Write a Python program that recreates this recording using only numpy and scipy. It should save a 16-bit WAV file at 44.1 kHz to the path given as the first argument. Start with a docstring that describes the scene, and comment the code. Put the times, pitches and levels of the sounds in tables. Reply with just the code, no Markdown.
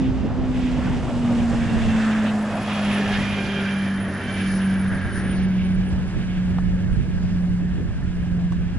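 """A lake shore, a stereo microphone in the breeze, small waves tapping close by. A twin-diesel speedboat
passes 75 m out at full throttle and draws away, hull, wake and spray rushing. Its firing tone falls
with the Doppler shift and throbs as the two engines beat. Exhaust rasp, gear whine and a turbo whistle
come up once the stern faces the shore. Wind eddies rumble and buffet at the microphone."""
import sys
import numpy as np
from scipy import signal
from scipy.fft import rfft, irfft, next_fast_len
from scipy.io import wavfile
from scipy.ndimage import map_coordinates

SR = 44100
rng = np.random.default_rng(int(sys.argv[2]) if len(sys.argv) > 2 else 0)


def generate_wav(sig):
    """Save sig (samples, or channels by samples) to the path in sys.argv[1] as 16-bit PCM at SR."""
    pcm = np.round(np.clip(np.atleast_2d(sig).T, -1, 1) * 32767).astype(np.int16)
    wavfile.write(sys.argv[1], SR, pcm)


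N = 387198
TIME = np.arange(N) / SR

# Spectra give shape only, as level per hertz. Angles count aft of abeam.
# how alike the boat sounds at the two microphones: f/Hz, likeness/0-1
BOAT_LIKENESS = [(1300, 1), (1500, .92), (2000, .85), (3200, .62), (5200, .62), (8000, .8), (10000, .9)]
# lean of the boat's noise across the pair: f/Hz, left minus right/dB
BOAT_BALANCE = [(200, 0), (1100, 0), (1900, -0.7), (2700, -3.5), (3400, -2.5), (4600, 0.5), (10000, -0.5)]
# the boat's bearing: t/s, delay at the right microphone/microseconds
RIGHT_DELAY = [(0, -23), (2.2, 2), (2.9, -19), (5.1, 23), (5.7, 86), (8.78, 86)]
# air over the open lake: f/Hz, level/dB
LAKE_SPECTRUM = [(300, 20), (1100, 4.5), (2000, -3), (3500, -20.5), (6000, -28.5), (8500, -11),
                 (11000, -50.5)]
# breeze on the microphone, with a lull as the boat goes by: t/s, rumble/dB, buffet/dB
WIND_LEVELS = [(0, -28, -27.5), (1.3, -32.5, -31), (1.85, -27.5, -30), (2.1, -40, -70), (2.75, -45, -69),
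               (3.15, -35, -61), (3.7, -46, -58), (4.3, -42, -62), (4.9, -33.5, -50), (5.4, -31.5, -41),
               (5.9, -28.5, -37), (6.6, -27.5, -41), (6.95, -23, -38.5), (7.3, -27, -42.5),
               (8.78, -28.5, -47)]
# low wind rumble: f/Hz, level/dB
RUMBLE_SPECTRUM = [(10, -9.5), (25, -7), (45, 1.5), (75, -0.5), (130, -4), (200, -7), (290, -19.5),
                   (450, -29.5), (1000, -66)]
# higher wind buffeting: f/Hz, level/dB
BUFFET_SPECTRUM = [(60, -10), (125, 3.5), (220, 2), (300, -5), (400, -8.5), (550, -18), (1000, -45),
                   (3000, -61)]
# single gusts: t/s, buffet/dB
WIND_GUSTS = [(.25, -24.5), (.9, -23), (1.75, -28), (3.48, -37), (6.19, -32), (6.98, -32), (7.64, -35),
              (7.81, -27.5), (8.37, -35)]
# waves tapping the shore: t/s, level/dB, upper edge/Hz
SHORE_SLAPS = [(6.584, -27.5, 2600), (8.521, -32.5, 8000), (8.53, -42, 9000)]
# a wave's slap: f/Hz, level/dB
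SLAP_SPECTRUM = [(300, -9), (800, 0), (1300, -4), (2500, -15), (5000, -24), (11000, -27)]
# churning wake: f/Hz, level/dB
WAKE_SPECTRUM = [(350, -12), (620, 3.5), (880, -1), (1080, -6), (1250, -2), (1800, -18.5), (3000, -28)]
# water rushing along the hull: f/Hz, level/dB
HULL_SPECTRUM = [(60, -21.5), (120, 5.5), (250, 7.5), (420, -4.5), (560, 2), (750, -0.5), (1000, -5),
                 (1350, -9), (2000, -27.5), (4000, -45)]
# hiss that intake, whine and spray follow: t/s, level/dB
SHARED_HISS = [(0.0, -46.5), (0.34, -52), (0.68, -42.5), (1.1, -46), (2.05, -39), (2.2, -42), (2.42, -47),
               (2.56, -43), (2.69, -36.5), (3.0, -34.5), (3.72, -39), (4.03, -47.5), (4.37, -39.5),
               (4.86, -46.5), (5.43, -46), (7.75, -53), (8.78, -51.5)]
# tail of spray: f/Hz, level/dB
SPRAY_SPECTRUM = [(2000, -23), (3800, 13.5), (4900, 14), (6200, 9), (7500, 3), (9000, -17.5), (10800, -45),
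                  (14000, -30.5)]
# fine treble sizzle, dropping out midway and returning faintly: t/s, level/dB
SIZZLE_ENVELOPE = [(0, -60), (.4, -63.5), (.55, -55), (2, -48.5), (2.5, -52), (3.2, -53.5), (3.9, -76),
                   (5.2, -74), (5.9, -58), (7.3, -60.5), (8.78, -62.5)]
# colour of the sizzle: f/Hz, level/dB
SIZZLE_SPECTRUM = [(5000, -9.5), (7500, -5), (9500, -12), (11000, -17.5)]
# sheets of spray off the hull: t/s, half width/s, level/dB, centre/Hz
SPRAY_SHEETS = [(.9, .06, -40, 895), (2.1, 0.14, -38.5, 1330), (2.28, 0.031, -37, 2900),
                (2.75, 0.12, -38.5, 1060), (3.14, .04, -42.5, 4300), (4.52, 0.098, -48, 4930),
                (5.18, .03, -51, 5200), (5.39, 0.054, -52, 4280), (7.28, .15, -56.5, 4800)]
# intake hiss: f/Hz, level/dB
INTAKE_SPECTRUM = [(1200, -3), (2000, 5), (2400, 6), (2800, 5.5), (3200, 3), (3650, 0), (4200, -15.5),
                   (6000, -67)]
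# gear and blower tones: multiple of the firing rate
WHINE_ORDERS = [7.19, 8.02, 10.77, 12.04, 14.32, 16.06, 20.08]
# their strengths, before beaming: relative level/dB
WHINE_LEVELS = [-13, -9, -16, -5, -19, -9, -36]
# their beams astern: half width/degrees
WHINE_BEAM_WIDTHS = [12, 8.9, 15, 13.4, 12, 10.6, 12]
# their shadowing by the hull, from dead ahead: loss/dB
WHINE_SHADOWS = [8, 5, 10, 13, 20, 39, 30]
# flares of the turbo whistle: t/s, half width/s, gain/dB
TURBO_FLARES = [(2.94, 0.028, 6), (4.13, 0.047, 3.5), (4.49, 0.16, 9), (5.183, 0.03, 16), (5.28, 0.06, 5.5)]
# exhaust burbling in the water: t/s, level/dB
BURBLE_ENVELOPE = [(0, -58), (2.6, -42.5), (3.8, -42), (4.15, -38), (4.5, -34), (5.0, -39.5), (5.18, -34),
                   (5.27, -32), (5.5, -42.5), (8.78, -51)]
# colour of the burble: f/Hz, level/dB
BURBLE_SPECTRUM = [(120, -6.5), (240, 0.5), (350, -2), (480, -10.5), (800, -30.5)]
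# exhaust rasp: t/s, level/dB
RASP_ENVELOPE = [(0.0, -55), (0.12, -49.5), (0.78, -49), (0.83, -39.5), (1.12, -48), (1.71, -38.5),
                 (1.88, -40.5), (2.05, -32.5), (2.52, -40.5), (2.8, -40), (3.15, -35), (3.4, -43.5),
                 (3.62, -35.5), (4.86, -37), (4.91, -34.5), (5.11, -37), (5.18, -33.5), (5.52, -45.5),
                 (8.78, -49.5)]
# gas noise of the rasp: f/Hz, level/dB
RASP_SPECTRUM = [(700, -17), (1300, -1), (1480, 2), (1640, 4.5), (1850, 1.5), (2150, -5.5), (2700, -28),
                 (5000, -91)]
# howl of the outlets, shifting as the stern rides the water: t/s, f/Hz
OUTLET_PITCH = [(2.7, 1720), (2.98, 1780), (3.11, 1700), (3.24, 1930), (3.37, 1670), (3.52, 1660),
                (3.68, 1590), (3.74, 1689), (4.35, 1770), (4.8, 1571), (5.14, 1700), (5.4, 1650)]
# firing rate on board, sinking slowly: t/s, f/Hz
FIRING_RATE = [(0, 232.4), (4, 217.7), (4.8, 216), (6.2, 207.9), (8.78, 201.2)]
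# the engines fire in opposition: t/s, first engine/dB, second relative to first/dB
OPPOSITIONS = [(-.3, -17, -42), (.24, -27, -6), (1.05, -27.5, -4), (1.65, -20.5, -11), (2.6, -24, -7.5),
               (3.45, -25.5, -13), (4.22, -26.5, -4), (5.08, -23.5, -2), (6.13, -25.5, -8.5),
               (7.0, -25.5, -4), (7.95, -29.5, 1.5), (8.9, -29, -1)]
# weak exhaust and propeller tones: multiple of the firing rate
WEAK_ORDERS = [.5, .75, 1.2, 3]
# their strengths, before beaming: level relative to the first engine/dB
WEAK_LEVELS = [-11.5, -16.5, -17.5, -32.5]
# the firing tone's octave, coming and going: t/s, level/dB
OCTAVE_ENVELOPE = [(0, -52), (2, -44), (2.8, -51), (3.02, -37), (3.3, -43.5), (3.55, -35), (3.95, -54),
                   (4.2, -44.5), (4.55, -45.5), (4.9, -56), (5.3, -42), (6, -54), (8.78, -55.5)]


def from_db(db):
    """Decibels to gain."""
    return 10 ** (np.asarray(db) / 20)


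def rms_one(x):
    """Scale to unit power."""
    return x / np.sqrt(np.mean(x ** 2) + 1e-20)


def in_time(rows):
    """Each column of a timed table at every sample."""
    times, *columns = np.transpose(rows)
    return [np.interp(TIME, times, column) for column in columns]


def over_hz(points, hz):
    """Read a curve on a log-frequency axis."""
    at, values = np.transpose(points)
    return np.interp(np.log(hz), np.log(at), values)


def swell(at, centre, width):
    """A smooth hump of height 1, down to 1/e at one width either side."""
    return np.exp(-((at - centre) / width) ** 2)


def drift(rate_hz):
    """Slow random motion of spread 1."""
    hop, settle = 40, 2000
    pole = np.exp(-2 * np.pi * hop * rate_hz / SR)
    kicks = rng.standard_normal(N // hop + settle + 2)
    slow = signal.lfilter([1], [1, -2 * pole, pole * pole], kicks)[settle:]
    return np.interp(np.arange(N) / hop, np.arange(len(slow)), rms_one(slow))


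def pan(x, db):
    """Place a sound by its left minus right level."""
    return x * from_db(np.array([[1], [-1]]) * db / 2)


def noise(spectrum, likeness=None, balance_db=None):
    """Coloured stereo noise, unit power in mono; by default it has the boat's stereo image."""
    size = next_fast_len(N)
    hz = np.maximum(np.arange(size // 2 + 1) * SR / size, 1)
    alike = np.clip(over_hz(BOAT_LIKENESS, hz) if likeness is None else likeness, 0, 1)
    lean_db = over_hz(BOAT_BALANCE, hz) if balance_db is None else balance_db
    roll_off = np.minimum(spectrum[-1][0] / hz, 1) ** 4
    mid, side = rfft(rng.standard_normal((2, size))) * from_db(over_hz(spectrum, hz)) * roll_off
    left_right = np.sqrt(1 + alike) * mid + np.sqrt(1 - alike) * side * [[1], [-1]]
    pair = irfft(pan(left_right, lean_db), size)[:, :N]
    return pair / np.std(pair.mean(axis=0))


def tone(turns):
    """A sine of unit power."""
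    return np.sqrt(2) * np.sin(2 * np.pi * turns)


def scattered(turns, width_hz, order=2):
    """A tone smeared into a narrow band by turbulent air and moving water."""
    smooth = signal.butter(order, width_hz, fs=SR, output="sos")
    a, b = signal.sosfilt(smooth, rng.standard_normal((2, N)))
    return rms_one(a * np.sin(2 * np.pi * turns) + b * np.cos(2 * np.pi * turns))


def course():
    """The straight pass, from the shore: angle aft of abeam in radians, and Doppler factor."""
    speed_m_per_s, sound_m_per_s, nearest_m, abeam_s = 49.9, 343, 74.6, 1.785
    angle = np.arctan(speed_m_per_s * (TIME - abeam_s) / nearest_m)
    return angle, 1 / (1 + speed_m_per_s / sound_m_per_s * np.sin(angle))


def beam_db(angle, width_deg):
    """Gain at the microphone as a beam from the stern sweeps over it."""
    outside_db, rise_db, axis_deg = -7.5, 9.5, 53.2
    return outside_db + rise_db * swell(np.degrees(angle), axis_deg, width_deg)


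def from_bearing(pair):
    """Sound from the left reaches the right microphone a little later."""
    delay_s = in_time(RIGHT_DELAY)[0] * 1e-6
    right = map_coordinates(pair[1], [(TIME - delay_s) * SR], order=3, mode="nearest")
    return np.array([pair[0], right])


def lake():
    """The faint, steady hush of open water."""
    return from_db(-51.5) * noise(LAKE_SPECTRUM, likeness=1.0, balance_db=-1.0)


def wind():
    """Eddies at the microphone ports: a rumble, largely separate in each, and gusty buffeting above it."""
    rumble_db, buffet_db = in_time(WIND_LEVELS)
    rumble = from_db(rumble_db + 2.25 * drift(12)) * noise(RUMBLE_SPECTRUM, likeness=.08, balance_db=-3.5)
    eddies = noise(BUFFET_SPECTRUM, likeness=.5, balance_db=-1.5) * from_db(2 * drift(30))
    gusts = sum(from_db(db) * swell(TIME, s, width=.041) for s, db in WIND_GUSTS)
    return rumble + np.hypot(from_db(buffet_db), gusts) * eddies


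def shore_slaps():
    """Small waves tap the shore close by: bursts, dull or bright, that die at once."""
    attack_s, t60_s = .0015, .03
    splash, out = noise(SLAP_SPECTRUM), 0
    for s, db, edge_hz in SHORE_SLAPS:
        rise = np.clip((TIME - s) / attack_s, 0, 1)
        decay = from_db(db - 60 * np.maximum(TIME - s - attack_s, 0) / t60_s)
        lowpass = signal.butter(2, edge_hz, fs=SR, output="sos")
        out = out + rise * decay * signal.sosfilt(lowpass, splash)
    return out


def wake(angle):
    """The churning wake roars as it swings into view."""
    in_view = swell(np.degrees(angle), centre=33, width=16.3)
    return from_db(-34 + 1.3 * drift(13)) * in_view * noise(WAKE_SPECTRUM)


def hull(angle):
    """Water rushes along the hull, fading with distance."""
    abeam_db, astern_gain_db = -30.5, 1.5
    spreading_db = 20 * np.log10(np.cos(angle))
    level_db = abeam_db + astern_gain_db * np.sin(angle) + 1.29 * spreading_db
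    return from_db(level_db + 1.75 * drift(7.6)) * noise(HULL_SPECTRUM)


def spray(hiss_db):
    """The boat throws a hissing tail of spray; a fine treble sizzle flickers with it."""
    gush_db = .8 * drift(22)
    tail_db = -53.5 + .8 * (hiss_db - hiss_db.mean())
    tail = from_db(tail_db + gush_db) * noise(SPRAY_SPECTRUM)
    return tail + from_db(in_time(SIZZLE_ENVELOPE)[0] + gush_db) * noise(SIZZLE_SPECTRUM)


def splashes():
    """The hull meets the chop and throws sheets of spray, each a swell of hiss around its own pitch."""
    step_octaves, out = .51, 0
    for s, width, db, hz in SPRAY_SHEETS:
        colour = [(hz * 2 ** (k * step_octaves), -10 * k ** 2) for k in range(-2, 3)]
        out = out + from_db(db) * swell(TIME, s, width) * noise(colour)
    return out


def machinery(turns, hiss_db, angle):
    """Gears and blowers whine through the intake hiss: wavering tones in rough halos, each in a beam."""
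    intake = from_db(hiss_db + 1 + 1.7 * drift(14.7)) * noise(INTAKE_SPECTRUM)
    whine = 0
    for k, db, width_deg, loss_db in zip(WHINE_ORDERS, WHINE_LEVELS, WHINE_BEAM_WIDTHS, WHINE_SHADOWS):
        fading = rms_one(from_db(3 * drift(5)))
        wavering = .94 * fading * tone(k * turns + .16 * drift(11))
        halo = from_db(-7) * scattered(k * turns, width_hz=50)
        core = .5 * scattered(k * turns, width_hz=k)
        shadow_db = loss_db * np.minimum(np.sin(angle), 0)
        whine = whine + from_db(db + beam_db(angle, width_deg) + shadow_db) * (wavering + core + halo)
    return intake + pan(from_db(hiss_db + .5) * whine, db=-6)


def turbo(firing_hz, angle):
    """A thin, flickering whistle: it emerges as the stern turns to shore and fades behind the plume."""
    multiple = 50.5 + .155 * TIME
    turns = np.cumsum(firing_hz * multiple + 12 * drift(8.2)) / SR
    core = scattered(turns, width_hz=10.4)
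    # a skirt of hiss, part shared and part separate at each microphone, clears as the boat draws away
    shared = scattered(turns - 40 * TIME, width_hz=175, order=4)
    separate = np.array([scattered(turns, width_hz=100, order=4) for side in range(2)])
    skirt_gain = from_db(np.interp(TIME, [2.5, 3.5, 4.3], [12, 1, -8]))
    whistle = (core + skirt_gain * (shared + separate)) / np.sqrt(1 + 2 * skirt_gain ** 2)
    plume_s, fade_s, full_deg, db_per_deg = 5.25, .9, 35, .7
    plume_db = -23 * (1 - np.exp(-np.maximum(TIME - plume_s, 0) / fade_s))
    turned_db = db_per_deg * np.minimum(np.degrees(angle) - full_deg, 0)
    flare_db = sum(db * swell(TIME, s, width) for s, width, db in TURBO_FLARES)
    return from_db(-53.3 + turned_db + flare_db + plume_db + 2.2 * drift(21)) * whistle


def burble():
    """Exhaust gas churns the water behind the stern: a low, lumpy roar."""
    return from_db(in_time(BURBLE_ENVELOPE)[0] + 1.2 * drift(44)) * noise(BURBLE_SPECTRUM)


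def exhaust(turns, angle):
    """Gas noise puffs with the firings, the cylinder banks and the crank; part rings in the outlets."""
    howl_hz = in_time(OUTLET_PITCH)[0] + 40 * drift(9)  # wanders as the outlets dip and lift
    howl_turns = np.cumsum(howl_hz) / SR
    # facing the shore, the howl sharpens and a growl sounds about an octave below it
    hollow = from_db(2.5) * swell(TIME, 3.09, width=.21) * scattered(howl_turns, width_hz=55)
    growl = from_db(.5) * swell(TIME, 3.06, width=.12) * scattered(howl_turns * .455, width_hz=42)
    howl_share = from_db(-11 + 7 * np.sin(angle))
    howl = howl_share * scattered(howl_turns, width_hz=81)
    rasp = np.sqrt(np.maximum(1 - howl_share ** 2, .1)) * noise(RASP_SPECTRUM)
    puffs = rms_one(1 + .054 * tone(turns) + .045 * tone(turns / 2) + .035 * tone(turns / 4))
    level_db = in_time(RASP_ENVELOPE)[0] + .8 * drift(18)
    return from_db(level_db) * (howl + hollow + growl + rasp) * puffs


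def twin_diesels(turns, angle):
    """Two firing tones beat: the second engine slips one firing behind between oppositions."""
    first_db, second_db = in_time(OPPOSITIONS)
    slip = np.interp(TIME, np.array(OPPOSITIONS)[:, 0], np.arange(len(OPPOSITIONS))) + .5
    first_turns = turns + .2003 * slip
    firing = tone(first_turns) + from_db(second_db) * tone(first_turns - slip)
    firing *= from_db(.5 * drift(17))
    # unequal cylinders and the propeller blades add weak, unsteady tones, beamed from the stern
    weak = sum(from_db(db + 2 * drift(7.4)) * tone(k * turns + .14 * drift(11))
               for k, db in zip(WEAK_ORDERS, WEAK_LEVELS))
    weak *= from_db(beam_db(angle, width_deg=28))
    octave = rms_one(tone(2 * turns + .15 * drift(10)) + scattered(2 * turns, width_hz=22))
    octave *= from_db(in_time(OCTAVE_ENVELOPE)[0])
    return pan(from_db(first_db) * (firing + weak) + octave, db=-.6)


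def scene():
    """From the shore: the boat passing out on the lake, waves and wind close to the microphone."""
    angle, doppler = course()
    firing_hz = in_time(FIRING_RATE)[0] * doppler
    turns = np.cumsum(firing_hz) / SR
    hiss_db, = in_time(SHARED_HISS)
    rush = wake(angle) + hull(angle)
    engines = twin_diesels(turns, angle) + exhaust(turns, angle)
    engines += machinery(turns, hiss_db, angle) + burble()
    offshore = lake() + rush + spray(hiss_db) + splashes() + engines
    return from_bearing(offshore) + turbo(firing_hz, angle) + shore_slaps() + wind()


def record(dry):
    """The recorder cuts the top steeply."""
    cutoff_hz = 10950
    return signal.sosfilt(signal.ellip(12, .1, 90, cutoff_hz, fs=SR, output="sos"), dry)


dry = scene()
out = record(dry)
generate_wav(out)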